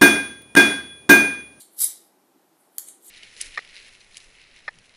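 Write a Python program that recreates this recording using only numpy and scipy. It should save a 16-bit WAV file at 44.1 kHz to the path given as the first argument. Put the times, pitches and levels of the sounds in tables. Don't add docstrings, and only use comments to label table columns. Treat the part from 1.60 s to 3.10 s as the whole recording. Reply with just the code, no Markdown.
import sys
import numpy as np
from scipy import signal
from scipy.fft import rfft, irfft
from scipy.io import wavfile
from scipy.ndimage import map_coordinates

SR = 44100
rng = np.random.default_rng(int(sys.argv[2]) if len(sys.argv) > 2 else 0)


def dump_mix(stems):
    frames = np.atleast_2d(stems).T
    limited = np.clip(frames, -1, 1)
    pcm = np.round(limited * 32767).astype(np.int16)
    wavfile.write(sys.argv[1], SR, pcm)


def invert_db(x):
    u = np.asarray(x, float) / 20
    return 10 ** u


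N = 66150
T = np.arange(N) / SR

# f/Hz, level/dB
HUM_COLOUR = [(60, -44), (110, -25.5), (200, -7), (300, -9), (800, -9.5), (2600, -23.5), (7000, -25.5),
              (12000, -22.5)]
# f/Hz, width/Hz, level/dB
HUM_HUMPS = [(330, 120, 0.5), (795.5, 120, -6)]
HUM_DB, HUMPS_DB = -62, -6.5

# start t/s, hardest t/s, lift
# t/s, level/dB, brightness f/Hz
SAWING = [(-.03, 0.004, 0.038, -46, 9240), (-.02, 0.011, 0.02, -55, 4080), (0.101, 0.13, 0.48, -57, 10700),
          (.96, 1.006, 1.075, -67, 9950), (1.108, 1.154, 1.3, -61, 10900), (1.177, 1.189, 1.148, -40, 8700),
          (1.192, 1.233, 1.35, -55.5, 8700), (1.269, 1.289, 1.287, -36.5, 8700),
          (1.32, 1.336, 0.87, -66, 8700), (1.401, 1.456, 1.63, -53, 11400),
          (1.422, 1.484, 1.53, -48.5, 8150)]
RISE_DB, FADE_DB = 15, 9
STROKE_Q, STROKE_BODY_DB = 2.1, -11
GRIT_PER_S, GRIT_SCATTER_DB = 16000, 1.3
CHATTER_PER_S, CHATTER_DB = 280, 2.4

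# t/s, level/dB, ring time/s
EDGE_TICKS = [(.0098, -38, .002), (.0188, -33, .004), (.1878, -23, .003), (.2028, -20, .004),
              (.2085, -16, .005), (1.1810, -33, .003), (1.1827, -9, .0035), (1.1853, -20, .004),
              (1.1965, -26, .004), (1.467, -36, .003), (1.447, -40, .003), (1.458, -39, .002),
              (1.482, -40, .003)]
# f/Hz, level/dB
TICK_TONES = [(2100, -23), (3500, -14), (4700, -21), (5900, -19), (7800, -2), (9300, -8), (11100, -1),
              (12500, -10), (13600, -13)]
# f/Hz, level/dB
STEEL_ON_STONE = [(600, -18.5), (1500, -29.5), (2400, -26), (3800, -21.5), (5200, -15), (6800, -15),
                  (11000, -8), (14000, -9)]
TICK_CRACK_DB = -4

# t/s, level/dB
SKID_PRESSURE = [
    (.165, -52),
    (.186, -41),
    (.189, -33),
    (.198, -34),
    (.204, -25),
    (.222, -22),
    (.231, -23),
    (.2455, -20),
    (.249, -45),
]
# f/Hz, width/Hz, level/dB
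BLADE_TONES = [(3820, 190, -20.5), (4900, 130, -22), (8000, 328.7, -13), (8700, 130, -18),
               (9630, 200, -10.5), (10800, 250, -3.5), (12040, 140, -5.5), (11900, 250, -24),
               (13000, 750, -14)]
BLADE_DB = -1.5

# t/s, f/Hz, level/dB, time to fall 60 dB/s
COUNTER_KNOCKS = [
    (.2375, 1300, -43, .012),
    (.2375, 550, -50, .02),
    (.205, 620, -56, .05),
    (.247, 2110, -45, .07),
    (.757, 270, -49, .07),
    (.2, 130, -66, .2),
    (1.183, 60, -69, .08),
]

# f/Hz, start t/s, end t/s, level/dB
SQUEAL_TONES = [
    (11630, .214, .230, -26),
    (8000, .217, .222, -24),
    (10560, .2345, .2478, -14.5),
    (9590, .236, .247, -25),
    (5000, .239, .244, -30),
]
SQUEAL_RAMP_S = .003

# f/Hz, time to fall 60 dB/s
ROOM_DECAY = [(1000, .42), (4500, .4), (8000, .32), (10500, .29), (13000, .21)]
ROOM_DB, ROOM_GAP_S = -2.5, 0.001446
TICK_ROOM_DB, SQUEAL_ROOM_DB, KNOCK_ROOM_DB = -5, -12, -8

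THIN_HZ, BODY_DB = 1335, -16
NOTCH_HZ, NOTCH_WIDTH_HZ, NOTCH_SHARE = 2650, 450, .97
TOP_HZ = 13950


def unit(x):
    return x / np.sqrt(np.mean(x ** 2))


def band(x, hz, width):
    return signal.lfilter(*signal.iirpeak(min(hz, .45 * SR), hz / width, SR), x)


def colour(x, table):
    f = np.arange(N // 2 + 1) * SR / N + 1
    hz, db = np.array(table).T
    return irfft(rfft(x) * invert_db(np.interp(np.log(f), np.log(hz), db)), N)


def walk(rate):
    return unit(map_coordinates(rng.standard_normal(N), [T * rate], order=3))


def ring(s, hz, t60):
    u = np.maximum(T - s, 0)
    decay = np.exp(-np.log(1000) * u / t60)
    swell = 1 - np.exp(-u * hz * 0.98)
    return np.sin(2 * np.pi * hz * u) * decay * swell


def kitchen():
    hum = unit(colour(rng.standard_normal(N), HUM_COLOUR))
    humps = 0
    for hz, width, db in HUM_HUMPS:
        level = invert_db(db + 0.7 * walk(14) + 1.53 * walk(4.3))
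        hump = band(band(rng.standard_normal(N), hz, width), hz, width)
        humps = humps + level * unit(hump)
    return invert_db(HUM_DB) * unit(hum + invert_db(HUMPS_DB) * humps)


def grit():
    hit = rng.random(N) < GRIT_PER_S / SR
    sign = rng.standard_normal(N)
    size_db = GRIT_SCATTER_DB * rng.exponential(size=N)
    return unit(hit * sign * invert_db(size_db + CHATTER_DB * walk(CHATTER_PER_S)))


def strokes():
    out = 0
    for start, top, lift, db, hz in SAWING:
        g = grit()
        bright = unit(band(band(g, hz, hz / STROKE_Q), hz, hz / STROKE_Q))
        body = unit(band(g, 3760, 3000))
        end = lift + .006
        push = np.interp(T, [start, top, lift, end], [db - RISE_DB, db, db - FADE_DB, db - 33.5])
        out = out + (bright + invert_db(STROKE_BODY_DB) * body) * invert_db(push) * (T > start) * (T < end)
    return out


def ticks():
    detune = 1 + .03 * rng.standard_normal((len(EDGE_TICKS), len(TICK_TONES)))
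    noise = unit(colour(rng.standard_normal(N), STEEL_ON_STONE))
    out = 0
    for (s, db, t60), row in zip(EDGE_TICKS, detune):
        rings = sum(invert_db(g - 5) * ring(s, hz * d, t60) for (hz, g), d in zip(TICK_TONES, row))
        crack = noise * (T > s) * invert_db(-60 * np.maximum(T - s, 0) / (2 * t60))
        out = out + invert_db(db) * (rings + invert_db(TICK_CRACK_DB) * crack)
    return out


def blade(x):
    return sum(invert_db(db) * band(x, hz, width) for hz, width, db in BLADE_TONES)


def skid():
    g = grit()
    s, db = np.array(SKID_PRESSURE).T
    push = invert_db(np.interp(T, s, db)) * (T > s[0]) * (T < s[-1])
    edge_gain = 1 / np.std(colour(g, STEEL_ON_STONE))
    blade_gain = invert_db(BLADE_DB) / np.std(blade(g))
    return edge_gain * colour(g * push, STEEL_ON_STONE) + blade_gain * blade(g * push)


def counter_knocks():
    return sum(invert_db(db) * ring(s, hz, t60) for s, hz, db, t60 in COUNTER_KNOCKS)


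def squeal():
    out = 0
    for hz, start, end, db in SQUEAL_TONES:
        gate = np.clip(np.minimum(T - start, 3 * (end - T)) / SQUEAL_RAMP_S, 0, 1)
        cycles = hz * np.cumsum(1 + .002 * walk(200)) / SR
        out = out + invert_db(db + 1.2 * walk(300)) * gate * np.sin(2 * np.pi * cycles)
    return out


def thin(x):
    high = signal.sosfilt(signal.butter(3, THIN_HZ, "high", fs=SR, output="sos"), x)
    x = high + invert_db(BODY_DB) * band(x, 500, 688.6)
    return x - NOTCH_SHARE * band(x, NOTCH_HZ, NOTCH_WIDTH_HZ)


def room(x):
    hz, t60 = np.array(ROOM_DECAY).T
    tail = 0
    for f in 500 * 2 ** np.arange(0, 5, .25):
        shape = [(f / 1.5, -70), (f / 1.09, 0), (f * 1.09, 0), (f * 1.5, -70)]
        hiss = colour(rng.standard_normal(N), shape)
        tail = tail + hiss * invert_db(-60 * T / np.interp(np.log(f), np.log(hz), t60))
    tail = tail * np.clip(T / ROOM_GAP_S - 1, 0, 1)
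    return invert_db(ROOM_DB) * signal.fftconvolve(x, tail / np.sqrt(np.sum(tail ** 2)))[:N]


def scene():
    rub, tick = thin(skid() + strokes()), thin(ticks())
    tone, knocks = squeal(), counter_knocks()
    sent = rub + invert_db(TICK_ROOM_DB) * tick + invert_db(SQUEAL_ROOM_DB) * tone + invert_db(KNOCK_ROOM_DB) * knocks
    return (rub + tick + tone + knocks + room(sent) + kitchen())[None]


def low_pass(x):
    return signal.sosfilt(signal.butter(12, 14290, fs=SR, output="sos"), x)


def record(dry):
    mix = signal.sosfilt(signal.ellip(10, .2, 60, TOP_HZ, fs=SR, output="sos"), dry)
    return low_pass(mix)


dry = scene()
out = record(dry)
dump_mix(out)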